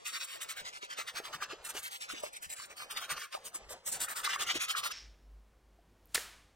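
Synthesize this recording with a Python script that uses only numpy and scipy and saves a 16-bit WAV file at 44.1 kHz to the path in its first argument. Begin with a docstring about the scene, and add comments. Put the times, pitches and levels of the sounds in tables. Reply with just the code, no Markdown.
"""First, trigger bottles squirt cleaner onto an engine block in a workshop, played several times too fast:
shaped noise bursts throb a dozen a second over plastic knocks (damped sines) and a restless wash of noise,
and the two channels slip out of phase. Then, at normal speed, a fizz of filtered noise dies away over faint
room noise and a low wavering sine hum. Last, a faint scrape and ticks lead into one sharp crackling snap,
a noise burst with damped knocks behind it, which rings away in the room as decaying noise."""
import sys
import numpy as np
from scipy import signal
from scipy.fft import rfft, irfft, next_fast_len
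from scipy.io import wavfile
from scipy.ndimage import uniform_filter1d

SR = 44100
rng = np.random.default_rng(int(sys.argv[2]) if len(sys.argv) > 2 else 0)


def invert_db(x):
    """Field ratio 10**(x/20) for x, a level in decibels (scalar or array-like)."""
    u = np.asarray(x, float) / 20
    return 10 ** u


def generate_wav(signal):
    """Clip the signal to [-1, 1] and save it as 16-bit WAV at the path in sys.argv[1]."""
    frames = np.transpose(np.atleast_2d(signal))
    scaled = np.clip(frames, -1, 1) * 32767
    pcm = np.round(scaled).astype(np.int16)
    wavfile.write(sys.argv[1], SR, pcm)


N = 288943
T = np.arange(N) / SR
FAST_UNTIL_S = 4.925


def colour(x, points):
    """Shape x by (f/Hz, level/dB) points; white noise of rms 1 comes out with rms 1."""
    size = next_fast_len(len(x))
    hz, db = np.transpose(points)
    log_hz = np.log(np.fft.rfftfreq(size, 1 / SR) + 1)
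    gain = invert_db(np.interp(log_hz, np.log(hz), db))
    gain = gain / np.sqrt(np.mean(gain ** 2))
    return irfft(rfft(x, size) * gain, size)[:len(x)]


def walk(rate):
    """Random levels held 1 / rate s and slewed twice; spread near 1."""
    hold = int(SR / rate)
    steps = np.repeat(rng.standard_normal(N // hold + 1), hold)
    return 0.93 * uniform_filter1d(uniform_filter1d(steps, hold), hold)[:N]


def blots(shape, bins, frames):
    """A random field of patches, bins high and frames long; spread 1."""
    field = uniform_filter1d(rng.standard_normal(shape), size=bins, axis=0)
    field = uniform_filter1d(field, size=frames, axis=1)
    return field / field.std()


def add(out, s, sound):
    """Mix a sound in at s seconds."""
    i = int(s * SR)
    out[i:i + len(sound)] += sound[:len(out) - i]


def ring(db, hz, t60_ms, rise_ms):
    """One damped mode after a push of rise_ms."""
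    t_ms = T[:int(t60_ms * SR / 1000)] * 1000
    decay = invert_db(db - 60 * t_ms / t60_ms)
    push = 1 - np.exp(-t_ms / rise_ms)
    return decay * push * np.sin(2 * np.pi * hz * t_ms / 1000)


# colour of the hollow wash under the squirts: (f/Hz, level/dB)
WASH_COLOUR = [(60, -3.5), (280, -7.5), (540, 5), (900, 0), (8000, -14), (16000, -41)]
# course of that wash: (t/s, level/dB)
WASH_LEVEL = [(0, -58), (2.6, -63), (3.0, -57), (3.5, -60.5), (4.0, -57), ]
# colour of the still room: (f/Hz, level/dB)
ROOM_NOISE_COLOUR = [(30, -9), (60, 0.5), (140, -9), (500, -12.5), (1500, -21), (15500, -38.5)]
# swells of the hum: (centre t/s, half length t/s, level/dB)
HUM_SWELLS = [(5.08, .06, -55.5), (5.339, 0.089, -54.5)]


def shop():
    """A restless wash of room sound in the fast part; after it faint room noise and a hum that swells."""
    wash_db = np.interp(T, *np.transpose(WASH_LEVEL))
    wash_db = wash_db + 2 * walk(6.0) + 5.37 * walk(24.85)  # slow swells and quicker dips
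    wash = colour(rng.standard_normal(N), WASH_COLOUR) * invert_db(wash_db)
    air = colour(rng.standard_normal(N), ROOM_NOISE_COLOUR) * invert_db(-67.5 + 1.26 * walk(4.7))
    hum_hz = 50.5 + 1.7 * walk(22)
    hum = np.sqrt(2) * np.sin(2 * np.pi * np.cumsum(hum_hz) / SR)
    hum_level = invert_db(-68 + 1.7 * walk(21))
    for centre_s, half_s, db in HUM_SWELLS:
        hum_level += invert_db(db) * np.exp(-((T - centre_s) / half_s) ** 2)
    return np.where(T < FAST_UNTIL_S, wash, air + hum_level * hum)


def droplets(spread_db, sputter_db):
    """Noise of drops of uneven size in a jet that sputters."""
    return rng.standard_normal(N) * invert_db(spread_db * walk(900) + sputter_db * walk(70))


# colour of the broad mist: (f/Hz, level/dB)
SPRAY_COLOUR = [(70, -43), (600, -12.5), (1800, 3), (3200, 2.5), (6500, -4), (16000, -43)]
# colour of the narrow hiss: (f/Hz, level/dB)
FIZZ_COLOUR = [(3300, -40), (5400, -1.5), (7600, -43)]


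def fizz():
    """What is left of a squirt: a narrow hiss holds a moment and drops, the broad mist dies away in the room."""
    since_s = np.maximum(T - FAST_UNTIL_S, 0)
    hold = .25 + 1 / (1 + np.exp((T - 5.05) / 0.012))
    narrow = invert_db(-50 - 80 * since_s) * hold * colour(droplets(1.7, 2.), FIZZ_COLOUR)
    mist = invert_db(-47 - 122 * since_s) * colour(droplets(1.7, 1.0), SPRAY_COLOUR)
    return (T > FAST_UNTIL_S - .01) * (narrow + mist)


# colour of the snap and its tail: (f/Hz, level/dB)
SNAP_COLOUR = [(150, -17.5), (1500, 2), (7000, 0.5), (9000, 0), (16000, -8)]


def room(t60_s, treble_t60_s, db):
    """The noisy tail that a short sound leaves in the shop; its treble dies first."""
    t = T[:int(t60_s * SR)]
    white = colour(rng.standard_normal(len(t)), SNAP_COLOUR)
    low = signal.lfilter(*signal.butter(1, 3000, fs=SR), white)
    treble = white - low
    return invert_db(db) * (low * invert_db(-60 * t / t60_s) + treble * invert_db(-60 * t / treble_t60_s))


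# ticks and knocks at normal speed: (t/s, level/dB, f/Hz, t60/ms)
SNAP_KNOCKS = [(5.788, -54.5, 690, 39), (6.146, -11, 8970, 6.7), (6.1586, -12, 2050, 4.5),
               (6.1782, -20.5, 1800, 12), (6.1771, -35.5, 460, 35)]
# faint high ticks before the snap: (t/s, level/dB)
FAINT_TICKS = [(6.057, -43), (6.073, -50)]


def last_spit():
    """A faint scrape and ticks lead into a 15 ms crackling burst that fills the room; a duller knock follows."""
    t_ms = (T - 6.153) * 1000
    burst = invert_db(-27.5) * np.exp(-(t_ms / 7.6) ** 4)
    scrape = invert_db(-62.0 + 0.2 * np.minimum(t_ms, 0)) * (t_ms < 0)
    crackle = rng.standard_normal(N) * invert_db(2.9 * walk(1500))
    out = (burst + scrape) * colour(crackle, SNAP_COLOUR)
    add(out, 6.156, room(t60_s=0.65, treble_t60_s=0.34, db=-36.5))
    for s, db, hz, t60_ms in SNAP_KNOCKS:
        add(out, s, ring(db, hz, t60_ms, rise_ms=0.43))
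    for s, db in FAINT_TICKS:
        add(out, s, ring(db, hz=13300, t60_ms=1.7, rise_ms=0.023))
    return out


# plastic knocks of triggers and bottles: (t/s, level/dB, f/Hz)
PLASTIC_KNOCKS = [(0.986, -33, 475), (1.2, -32, 430), (1.349, -47.5, 154.7), (2.099, -31, 1270),
                  (2.97, -26.5, 3650), (3.103, -29, 1160), (1.75, -36, 420), (0.83, -38, 400),
                  (2.801, -33.5, 1208), (3.12, -44.5, 152), (1.423, -22, 1246), (1.532, -35, 420),
                  (2.135, -33, 319.6), (2.236, -24.5, 600), (2.465, -54, 75), (2.599, -31.5, 1106),
                  (3.349, -24, 640), (3.546, -36, 1120), (3.62, -54, 50), (3.665, -54, 62),
                  (3.706, -40, 610), (4.083, -24.5, 1283), (4.275, -21, 1172), (4.36, -23, 1156),
                  (4.555, -28.5, 340), (4.75, -21, 1270)]


def knocks():
    """Hollow plastic: a ring of a few cycles with a weaker neighbour and a rattle around them."""
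    out, shake = np.zeros(N), walk(700)
    for s, db, hz in PLASTIC_KNOCKS:
        t60_ms = 14 + 9000 / hz
        add(out, s, ring(db, hz, t60_ms, rise_ms=0.85))
        add(out, s, ring(db - 9.5, 1.9 * hz, t60_ms, rise_ms=1.6))
        rattle_level = invert_db(db - 15.0) * np.exp(-((T - s - .008) / 0.026) ** 2)
        out += rattle_level * shake * np.sin(2 * np.pi * 1.3 * hz * T)
    return out


# pulls of the trigger: (t/s, length/ms, spray level/dB)
SQUIRTS = [(0.054, 53, -42.5), (0.127, 57, -43.5), (0.199, 53, -44), (0.272, 96, -50), (0.413, 26, -41.5),
           (0.489, 38, -44), (0.567, 42, -45), (0.652, 43, -46), (0.732, 47, -50.5), (0.822, 31, -45),
           (0.902, 37, -45), (0.977, 46, -43), (1.075, 25, -43.5), (1.154, 39.7, -43.5), (1.244, 35, -47.5),
           (1.332, 23, -44), (1.417, 26, -42), (1.496, 37, -46.5), (1.648, 29, -49), (1.692, 14.4, -43.5),
           (1.747, 46, -45), (1.829, 54, -47.5), (1.911, 57.4, -47.5), (2.008, 43.4, -45.5),
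           (2.091, 38, -45), (2.144, 65, -51.5), (2.229, 53, -49.5), (2.332, 43, -53), (2.424, 35, -52),
           (2.499, 37, -50), (2.565, 88, -52), (2.701, 23, -53.5), (2.768, 79, -51.5), (2.907, 19.4, -40.5),
           (2.969, 12, -37.5), (3.002, 57, -47.5), (3.1, 29.5, -38.5), (3.167, 21, -46), (3.195, 58, -47.5),
           (3.325, 34, -45.5), (3.447, 35, -53), (3.545, 24, -48.5), (3.696, 37, -52.5),
           (3.863, 31.4, -48.5), (3.92, 47.4, -47.5), (4.003, 44, -45), (4.087, 46, -51.5),
           (4.159, 45, -47), (4.24, 29, -36.5), (4.287, 66.6, -39.5), (4.394, 41.6, -36),
           (4.468, 59, -38.5), (4.547, 28, -37.5), (4.6, 56, -38.5), (4.686, 30, -35.5), (4.765, 31, -37),
           (4.837, 38, -37), (4.912, 8.9, -38)]
# how squarely the jets hit hollow metal: (t/s, splash level/dB relative to the spray)
AIM = [(0, -14), (1.45, -1), (1.9, -11), (2.65, -10), (3.05, -3), (3.5, -8.5), (3.9, -11), (4.1, 9),
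       (4.3, -12), (4.8, -5.5)]
# hiss of the nozzle: (t/s, level/dB relative to the spray)
NOZZLE_LEVEL = [(0, -4), (1.0, -8), (1.55, -18.5), (1.648, 2.5), (1.72, -3.5), (2.25, -3.5), (2.5, 7.5),
                (2.6, -3.5), (3.1, -8.5), (3.35, -8.5), (3.45, 6.5), (3.7, -0.5), (3.86, 9), (4.17, 6),
                (4.24, -7.5), (4.9, -10.5)]
# colour of the splash on metal: (f/Hz, level/dB)
SPLASH_COLOUR = [(250, -30), (950, -6.5), (1200, 5.5), (1600, -1), (3200, -21.5)]
# colour of the nozzle hiss: (f/Hz, level/dB)
NOZZLE_COLOUR = [(4500, -12.5), (7200, 1), (8500, 6), (9700, -1), (10700, -6), (13500, -3.5), (16000, -10)]


def squirts():
    """Each pull of the trigger builds pressure, holds and sags; mist, metal and nozzle follow it."""
    power = np.zeros((3, N))  # spray, splash, nozzle
    t_ms = T[:int(.25 * SR)] * 1000 - 25  # from 25 ms ahead of the pull
    for s, length_ms, spray_db in SQUIRTS:
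        splash_db = np.interp(s, *np.transpose(AIM))
        nozzle_db = np.interp(s, *np.transpose(NOZZLE_LEVEL))
        past_ms = t_ms - length_ms
        # lower sounds start softer and echo longer
        layers = zip(power, (0, splash_db, nozzle_db), (3.7, 7, 2.1), (22, 50, 14))
        for line, db, rise_ms, echo_ms in layers:
            jet = 1 / (1 + np.exp(-t_ms / rise_ms)) / (1 + np.exp(past_ms / 6))
            echo = 0.34 * np.exp(-np.maximum(past_ms, 0) / echo_ms) / (1 + np.exp(-t_ms / 9))
            add(line, s - .025, invert_db(2 * (spray_db + db)) * (jet + echo) ** 2)
    spray, splash, nozzle = np.sqrt(power)
    out = spray * colour(droplets(2.3, 2.4), SPRAY_COLOUR)
    out += splash * colour(droplets(3., 2.5), SPLASH_COLOUR)
    out += nozzle * colour(droplets(2.24, 3.9), NOZZLE_COLOUR)
    return out


def landing(x):
    """Every squirt lands on another spot of the casting and takes its broad and fine colour."""
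    _, s, spec = signal.stft(x, SR, nperseg=512, noverlap=384)
    shape = (len(spec), len(SQUIRTS) + 1)
    which = np.searchsorted(np.transpose(SQUIRTS)[0] - .015, s)
    spot_db = 1.4 * blots(shape, 9, 1) + 2.3 * blots(shape, 2, 1)  # broad + fine
    gain = invert_db(spot_db)
    gain = gain / np.sqrt(np.mean(gain ** 2))
    return signal.istft(spec * gain[:, which], SR, nperseg=512, noverlap=384)[1][:N]


# slip of the treble between the channels, held from each time on: (t/s, phase/rad)
TREBLE_SLIP = [(0, 1.7), (.4, -.4), (.62, 2.65), (.96, -1.3), (1.13, 0), (1.3, 1.2), (1.45, 2.8),
               (1.62, .3), (2, -2.2), (2.4, 2.2), (2.65, .7), (3.53, 2.8), (3.65, 1.3), (3.82, -1.8),
               (4, -.1), (4.28, 2), (4.68, 1)]
# slip of the bass, held likewise: (t/s, phase/rad)
BASS_SLIP = [(0, 2.6), (.4, -2.3), (.6, -1.3), (.8, -2.2), (1.1, .6), (1.8, -1.9), (2.7, -.9), (3.2, 2.8),
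             (3.37, -.5), (4.6, -2.1)]


def held(curve, s):
    """Each value of a curve holds until the next one."""
    start_s, value = np.transpose(curve)
    return value[np.searchsorted(start_s, s, side="right") - 1]


def speed_up(x):
    """Fast playback at kept pitch: patches of time and pitch waver in level and slip between the channels."""
    low_hz, high_hz = 1000, 8000  # between these the slip breaks into patches
    patch_s, patch_hz, widest_rad = .14, 330, 2.7
    hz, s, spec = signal.stft(x, SR, nperseg=1024, noverlap=768)
    fast = s < FAST_UNTIL_S
    seed_s = rng.uniform(0, FAST_UNTIL_S, 230)
    seed_hz = rng.uniform(low_hz, high_hz, 230)
    seed_rad = rng.uniform(-widest_rad, widest_rad, 230)
    middle = (hz > low_hz) & (hz < high_hz)
    apart = ((s[:, None] - seed_s) / patch_s) ** 2
    apart = apart + ((hz[middle, None, None] - seed_hz) / patch_hz) ** 2
    slip = np.zeros(spec.shape)
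    slip[middle] = seed_rad[np.argmin(apart, axis=2)]  # the nearest seed rules
    slip += (hz[:, None] <= low_hz) * held(BASS_SLIP, s)
    slip += (hz[:, None] >= high_hz) * held(TREBLE_SLIP, s)
    slip *= fast
    waver_db = 2.8 * blots(spec.shape, 2, 5)
    spec = spec * invert_db(waver_db * fast)
    channels = (spec, spec * np.exp(-1j * slip))
    return np.array([signal.istft(z, SR, nperseg=1024, noverlap=768)[1][:N] for z in channels])


def scene():
    """The fast squirts and knocks end on a cut; fizz, hum and snap follow at normal speed."""
    cut = np.clip((FAST_UNTIL_S - T) / 0.0029, 0, 1)
    fast = (landing(squirts()) + knocks()) * cut
    return speed_up(fast + last_spit() + fizz() + shop())


def roll_off(x):
    """The treble ends steeply here."""
    return signal.sosfilt(signal.butter(12, 16470, fs=SR, output="sos"), x)


def record(dry):
    """Each channel adds its own faint hiss, and a steep low-pass cuts the top."""
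    wet = dry + invert_db(-92.0) * rng.standard_normal(dry.shape)
    top_cut = signal.ellip(8, .2, 50, 15850, fs=SR, output="sos")  # .2 dB ripple, 50 dB down, edge in Hz
    mix = signal.sosfilt(top_cut, wet)
    return roll_off(mix)


dry = scene()
out = record(dry)
generate_wav(out)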